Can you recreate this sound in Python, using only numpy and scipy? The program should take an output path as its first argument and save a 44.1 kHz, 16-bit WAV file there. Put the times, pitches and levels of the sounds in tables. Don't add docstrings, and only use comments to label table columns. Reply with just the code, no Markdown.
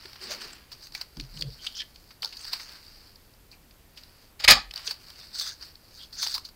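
import sys
import numpy as np
from scipy import signal
from scipy.fft import rfft, irfft, next_fast_len
from scipy.io import wavfile
from scipy.ndimage import uniform_filter1d

SR = 44100
rng = np.random.default_rng(int(sys.argv[2]) if len(sys.argv) > 2 else 0)


def file_out(sig):
    cols = np.atleast_2d(sig).T
    lim = np.clip(cols, -1, 1)
    pcm = np.round(lim * 32767).astype(np.int16)
    wavfile.write(sys.argv[1], SR, pcm)


def field_ratio(decibels):
    return 10 ** (np.asarray(decibels, dtype=float) / 20)


N = 288855
TIME = np.arange(N) / SR


def rms_one(x):
    return x / np.sqrt(np.mean(x ** 2) + 1e-20)


def band(x, low_hz, high_hz):
    edges = [low_hz, min(high_hz, 0.45 * SR)]
    return signal.sosfilt(signal.butter(2, edges, "band", fs=SR, output="sos"), x + 1e-18)


def resonate(x, hz, width_hz):
    r = np.exp(-np.pi * width_hz / SR)
    feed = (1 - r * r) / 2 * np.array([1, 0, -1])
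    ring = [1, -2 * r * np.cos(2 * np.pi * hz / SR), r * r]
    return signal.lfilter(feed, ring, x + 1e-18)


def drift(rate_hz):
    r = np.exp(-2 * np.pi * rate_hz / SR)
    settle = 9999
    noise = rng.standard_normal(N + settle)
    return rms_one(signal.lfilter([1], [1, -2 * r, r * r], noise)[settle:])


def grains(per_s, spread_db):
    sizes = field_ratio(spread_db * np.minimum(rng.exponential(1, N), 4)) * rng.choice([-1, 1], N)
    return rms_one(sizes * (rng.random(N) < per_s / SR))


def swell(start, rise, hold, t60):
    first = int(start * SR)
    t = np.arange(min(int((rise + hold + t60) * SR), N - first)) / SR
    fade = field_ratio(-60 * np.maximum(t - rise - hold, 0) / t60)
    shape = np.minimum(t / max(rise, 1e-4), 1) ** 2 * fade
    return slice(first, first + len(t)), shape


def paper(core, body, flap, crisp):
    middle = band(band(core, 3800, 6620), 2950, 6240)
    low = 0.95 * band(body, 757, 2654)
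    hollow = 1.11 * resonate(flap, 2770, 1100)
    top = band(crisp, 3730, 26000)
    bright = 0.41 * top + 0.65 * resonate(top, 5260, 1570)
    bright = bright + 0.44 * resonate(top, 5700, 2100) + 0.42 * resonate(top, 15200, 2700)
    return middle + low + hollow + bright


# f/Hz, level per Hz/dB
FLOOR = [(12, -16), (20, 3.5), (57, 0.5), (184, -10), (230, -10.5), (281, -11.5), (1020, -19.5),
         (3420, -24.5), (4660, -25.5), (6710, -28), (11800, -28), (12800, -33), (15200, -24.5),
         (16500, -49)]


def floor():
    hz = np.maximum(np.fft.rfftfreq(N, 1 / SR), 1)
    points = np.array(FLOOR)
    colour = field_ratio(np.interp(np.log(hz), np.log(points[:, 0]), points[:, 1]))
    hiss = rms_one(irfft(rfft(rng.standard_normal(N)) * colour, N))
    whine = rms_one(resonate(rng.standard_normal(N), 12800, 100))
    return field_ratio(-56.5) * hiss + field_ratio(-71) * whine


# t/s at the loudest point, friction level/dB, swell/s,
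# fade/s, sheet body relative level/dB
SHUFFLES = [(.04, -47, 0.15, 0.36, -5.5), (.225, -36, 0.027, 0.24, -7.5), (.32, -36, 0.051, 0.096, -5),
            (.42, -38.5, 0.062, 0.2, -5), (.725, -44.5, 0.037, 0.097, -11),
            (.84, -41.5, 0.069, 0.094, -17.5), (.948, -38.5, 0.023, 0.11, -13),
            (1.013, -39.5, 0.023, 0.033, -9), (1.195, -51.5, 0.15, 0.22, -10),
            (1.425, -40, 0.19, 0.019, -13.5), (1.52, -47, 0.21, 0.24, -13.5),
            (1.64, -38.5, 0.064, 0.19, -15.5), (1.77, -39, 0.034, .1, -22), (2.1, -56.5, 1, 0.18, -16),
            (2.235, -41.5, 0.0099, 0.32, -15), (2.45, -38.5, 0.18, 0.27, -14),
            (2.535, -31.5, 0.023, 0.068, -12), (2.62, -41.5, 0.11, 0.27, -11.5),
            (2.77, -44, 0.24, 0.063, -8), (2.85, -50, .2, 0.55, -13), (3.08, -55.5, 0.35, 0.043, -7),
            (3.518, -51, 0.014, 0.065, -9), (3.975, -49.5, 0.033, .15, -8.5),
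            (4.25, -56.5, 0.48, .08, -6.5),
            (4.77, -36.5, 0.034, 0.13, -8), (4.87, -33, 0.046, 0.081, -22),
            (4.911, -31.5, 0.051, 0.052, -15), (5.1, -47, 0.3, .08, -9), (5.25, -44.5, 0.28, 0.11, -12),
            (5.35, -34, 0.02, 0.18, -18), (5.41, -30.5, 0.066, 0.14, -27), (5.2, -41, 0.048, 0.04, -12.5),
            (5.49, -31.5, 0.21, 0.062, -21), (5.624, -39.5, 0.034, 0.12, -13),
            (6.038, -44.5, 0.27, .06, -16.5), (6.129, -40.5, .006, .15, -25),
            (6.223, -27.5, 0.079, 0.17, -26), (6.35, -30, 0.15, 0.059, -23),
            (6.451, -43, 0.015, 0.043, -12)]


def strokes():
    depth_db, roundness = 22.5, 1.116
    body_follows = 0.61
    idle_db, idle_body_db = -72, -77
    s, db, rise, fade, body = np.array(SHUFFLES).T[:, :, None]
    t = TIME[::32]
    loss = depth_db * (np.abs(t - s) / np.where(t < s, rise, fade)) ** roundness

    def total(each_db, rest_db):
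        power = np.sum(field_ratio(each_db) ** 2, 0) + field_ratio(rest_db) ** 2
        return np.interp(TIME, t, 10 * np.log10(power))

    return total(db - loss, idle_db), total(db + body - body_follows * loss, idle_body_db)


# f/Hz, width/Hz, level/dB
SHEET_PATCHES = [(1485, 660, -2.5), (3550, 560, -0.5), (6240, 1140, -1), (8040, 1100, -4.5)]


def slide():
    level_db, body_db = strokes()
    crisp_db = 0.86 * level_db - 20.5
    flap_db = 0.41 * level_db + 0.63 * body_db + 0.5 + 2.62 * drift(43)

    moving = uniform_filter1d(1. * ((TIME < 4.36) | (TIME > 4.69)), size=600)
    clumps = moving * field_ratio(1.06 * drift(60) + 0.3 * drift(250))
    crackle = 0.32 * grains(350, 3.9)
    rub = clumps * (grains(7000, 4.8) + crackle)
    drag = clumps * (grains(4000, 1.9) + crackle)

    follows, pivot_db = 1.31, -35.5
    buckle_db = follows * (level_db - pivot_db) + pivot_db - 6.5
    buckles = 0
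    for hz, width, db in SHEET_PATCHES:
        push = field_ratio(buckle_db + db + 5 * drift(10.1)) * drag
        buckles = buckles + resonate(resonate(push, hz, width), hz, width)

    core = field_ratio(level_db - 6.5 + 1.2 * drift(6.8)) * rub
    body = field_ratio(body_db + 4.5) * drag
    flap = field_ratio(flap_db) * rub
    patches = field_ratio(2.0 * drift(25))
    crisp = field_ratio(crisp_db + 2.5) * patches * rub
    return buckles + paper(core, body, flap, crisp)


# t/s, level/dB, f/Hz, rise and hold/s
KNOCKS = [(.05, -45, 380, .003), (1.162, -42, 150, .012), (1.165, -37, 38, .025), (1.21, -41, 130, .02),
          (1.27, -44, 35, .03), (1.33, -46, 150, .035), (1.37, -43, 40, .03), (1.41, -41, 155, .015),
          (1.435, -32, 138, .025), (1.44, -41, 50, .03), (1.48, -38, 125, .01), (4.44, -38, 60, .008),
          (4.476, -27, 38, .01), (4.485, -31, 380, .003), (4.48, -31, 80, .01), (4.505, -33, 120, .012),
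          (4.508, -26, 240, .004), (4.54, -39, 50, .02), (4.62, -44, 45, .04), (4.88, -48, 450, .003)]


def table():
    out = np.zeros(N)
    for s, db, hz, rise in KNOCKS:
        at, shape = swell(s, rise, rise, 1.4 / np.sqrt(hz))
        out[at] += field_ratio(db) * shape * np.sin(2 * np.pi * hz * np.arange(len(shape)) / SR)
    return out


# t/s, peak level/dB, decay/s
TICKS = [(1.2083, -19.5, .013), (1.4105, -9, 0.008), (2.2215, -11.5, 0.0064), (2.2457, -4.5, 0.0055),
         (2.369, -21, .021), (2.2257, -19, 0.0045), (2.2389, -15, 0.0047), (2.257, -14, 0.0061),
         (3.157, -29, 0.011), (3.5134, -35, 0.036), (4.035, -26.5, 0.0092), (4.759, -11, 0.0072),
         (5.343, -29, 0.071), (5.388, -16, .02), (5.396, -11, 0.022), (5.474, -17.5, 0.041),
         (5.7544, -30.5, 0.01), (5.949, -33, .013), (6.2717, -9, 0.012), (6.3404, -10, 0.042),
         (6.361, -14, 0.0066), (6.4495, -22, 0.054)]
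# t/s, peak level/dB, decay/s
SNAPS = [(.0967, -34, .012), (0.307, -16.5, 0.029), (0.3474, -17, .0083), (0.7172, -22.5, 0.041),
         (0.869, -24, .018), (0.921, -26.5, 0.021), (0.9495, -11.5, 0.016), (0.976, -28, 0.028),
         (1.0118, -14, 0.027), (1.015, -21, 0.0061), (0.7287, -28, 0.015), (2.274, -24, 0.01),
         (2.451, -17.5, 0.0084), (2.5309, -9.5, 0.047), (3.3356, -40.5, 0.026), (4.738, -12, 0.0057),
         (4.9083, -13, 0.039), (5.1011, -22, 0.02), (5.409, -16.5, 0.047), (6.2268, -9, 0.074),
         (6.2826, -20, .019), (6.3472, -14.5, 0.063), (6.3794, -12.5, 0.015), (6.4862, -31, 0.046)]
# t/s, peak level/dB, decay/s
FLAPS = [(1.198, -28.5, 0.018), (1.2376, -43, 0.016), (1.3727, -32.5, .014), (1.4225, -19.5, 0.0089),
         (1.6206, -51, 0.039), (1.6657, -24, 0.025), (1.787, -41, .025), (1.8014, -32, 0.034),
         (1.8174, -33, 0.022), (1.9586, -41, 0.018), (2.2306, -22, 0.01), (2.325, -38, 0.056),
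         (3.709, -48.5, .021), (3.9723, -40.5, 0.08), (4.7097, -31, 0.016), (4.776, -26.5, 0.014),
         (4.8738, -25.5, 0.05), (5.985, -53, .02)]
# t/s, peak level/dB, decay/s
PATS = [(0.055, -26, 0.021), (0.131, -25.5, 0.011), (0.156, -33.5, 0.064), (0.315, -22, .045),
        (0.531, -31, 0.023), (1.1694, -22.5, 0.0062), (1.644, -28.5, 0.049), (2.1054, -34.5, 0.075),
        (2.226, -25, 0.066), (2.596, -26, 0.074), (2.688, -33.5, 0.082), (5.623, -38.5, 0.051),
        (6.129, -37, 0.018), (6.1664, -37, 0.033), (6.265, -15, 0.019)]
# middle level/dB, body level/dB, flap level/dB, crisp level/dB
KINDS = [(0, -19, -53, -9), (0, -1, -11.5, -6), (0, -75, 17, -33), (3, 8, -9.5, -6)]


def creases():
    spray, whisper = grains(15000, 0.74), grains(15000, 4.5)
    lanes = np.zeros((4, N))
    for rows, kind_db in zip([TICKS, SNAPS, FLAPS, PATS], KINDS):
        colour = field_ratio(kind_db)[:, None]
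        for s, peak_db, decay in rows:
            at, shape = swell(s - 0.04 * decay, 0.0003 + 0.07 * decay, 0, np.clip(decay, 0.002, 0.06))
            burst = shape * spray[at]
            even = np.sqrt(np.sum(shape ** 2) / np.sum(burst ** 2))
            lanes[:, at] += colour * field_ratio(peak_db - 14.5) * burst * even

            at, shape = swell(s - 0.004, 0.0065, 0, 1.35 * max(decay, 0.002))
            lanes[:, at] += colour * field_ratio(peak_db - 22.0) * shape * whisper[at]
    return paper(*lanes)


# t/s, level/dB, f/Hz, hold/s
RUBS = [(0.214, -60, 222, 0.31), (0.203, -54.5, 372, 0.27), (0.295, -47, 570, 0.053),
        (0.948, -38.5, 2240, 0.0026), (3.522, -59, 2440, 0.019), (1.164, -48, 270, 0.047),
        (1.323, -52.5, 144, 0.15), (1.394, -52.5, 300, 0.053), (1.409, -54.5, 470, 0.082),
        (1.667, -32, 3110, 0.0035), (1.743, -50, 3130, 0.041), (1.815, -45, 3120, 0.0062),
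        (1.749, -51, 5380, 0.066), (1.787, -39.5, 3260, 0.024), (1.799, -48.5, 1800, 0.026),
        (2.233, -42, 865, 0.011), (2.224, -52.5, 515, .02), (2.238, -49.5, 1370, 0.022),
        (2.53, -49, 2180, 0.0056), (0.527, -50, 7660, .006), (1.59, -59, 3120, 0.14),
        (4.476, -10, 2150, .011), (4.534, -38, 790, .055), (4.527, -34.5, 1180, 0.055),
        (4.54, -44.5, 166, 0.034), (5.473, -55, 1630, .055), (5.992, -53, 3280, 0.051),
        (6.355, -46.5, 1005, 0.018)]


def rubs():
    rough, out = grains(6000, 3.3), np.zeros(N)
    for s, db, hz, hold in RUBS:
        width = 70 + 0.13 * hz
        at, shape = swell(s, 0.002, hold, 1.7 / np.sqrt(hz))
        note = rms_one(resonate(resonate(rough[at], hz, width), hz, width))
        out[at] += field_ratio(db) * shape * note
    return out


# t/s, force level/dB, rise/s, hold/s, hardness level/dB
BITES = [(4.39, -33.5, 0.01, 0.013, -12), (4.413, -37, 0.0055, 0.023, -27),
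         (4.435, -16.5, 0.0096, 0.0033, -12), (4.447, -10.5, 0.0026, 0.00023, -11),
         (4.448, -32.5, 0.0015, 0.014, -23), (4.4758, -1, 0.0052, 0.011, -28.5),
         (4.494, -8.5, 0.0018, 0.013, -16), (4.5008, -3.5, 0.00062, .0022, -16.5),
         (4.507, 3.5, 0.00025, 0.0025, -8), (4.51, -2, 0.0012, 0.0042, -6),
         (4.517, -5.5, 0.0016, 0.0043, -12), (4.5235, -14.5, 0.0011, 0.0039, -15),
         (4.527, -16, .002, 0.01, -23), (4.538, -37.5, 0.0019, 0.017, -32)]
# f/Hz, width/Hz, level/dB
DIE = [(2150, 590, 1), (1290, 560, -4), (642.6, 440, -13), (2410, 510, -5)]
# f/Hz, width/Hz, level/dB
LEVER = [(3760, 770, -12), (2960, 350, -3.5), (6560, 840, -17)]
# f/Hz, level/dB, time to fall 60 dB/s
HOUSING = [(646, -8, .07), (790, -8.5, 0.053), (1251, 5, .067), (1760, -6, 0.15), (2423, 0, .05),
           (3790, -11, 0.044), (4177, -10, 0.023), (5190, -13, 0.026)]


def punch():
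    tear, force = grains(12000, 2.4), np.zeros((2, N))
    for s, force_db, rise, hold, hard_db in BITES:
        at, shape = swell(s, rise, hold, 0.0081)
        force[:, at] += field_ratio([[force_db], [force_db + hard_db]]) * shape
    push, hard = force * tear

    def bank(rows, gain_db):
        return sum(field_ratio(db + gain_db) * resonate(push, hz, width) * (-1) ** k
                   for k, (hz, width, db) in enumerate(rows))

    die, arm = bank(DIE, 6.0), bank(LEVER, 7.0)
    housing = 0
    for hz, db, t60 in HOUSING:
        housing = housing + field_ratio(db + 4.5) * resonate(push, hz, np.log(1000) / np.pi / t60)
    shear = field_ratio(-9.5) * band(push, 4280, 5340) + field_ratio(-7.0) * band(hard, 260, 23000)
    return die + arm + housing + shear


def room(x):
    t60_s, wall_cut_hz = 0.28, 6600
    size = next_fast_len(N + SR)
    w = 2 * np.pi * np.arange(size // 2 + 1) / size
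    dull = 1 / (1 + 1j * w * SR / (2 * np.pi * wall_cut_hz)) ** 0.33
    total = 0
    for k, lag in enumerate(rng.uniform(0.006, 0.025, 10)):
        trip = field_ratio(-60 * lag / t60_s) * dull * np.exp(-1j * w * lag * SR)
        total = total + (-1) ** k * trip / (1 - trip)
    return irfft(rfft(x, size) * total, size)[:N]


def scene():
    near = slide() + creases() + rubs() + punch()
    return (near + field_ratio(-26) * room(near) + table())[None]


def roll_off(x):
    return signal.sosfilt(signal.butter(12, 17000, fs=SR, output="sos"), x)


def record(dry):
    coloured = dry + field_ratio(13.5) * resonate(dry, 4633, 688)
    ceiling = 0.58
    clipped = coloured / (1 + np.abs(coloured / ceiling) ** 4) ** (1 / 4)
    low_pass = signal.ellip(10, 0.5, 70, 15750, fs=SR, output="sos")
    mix = signal.sosfilt(low_pass, clipped + floor())
    return roll_off(mix)


dry = scene()
out = record(dry)
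file_out(out)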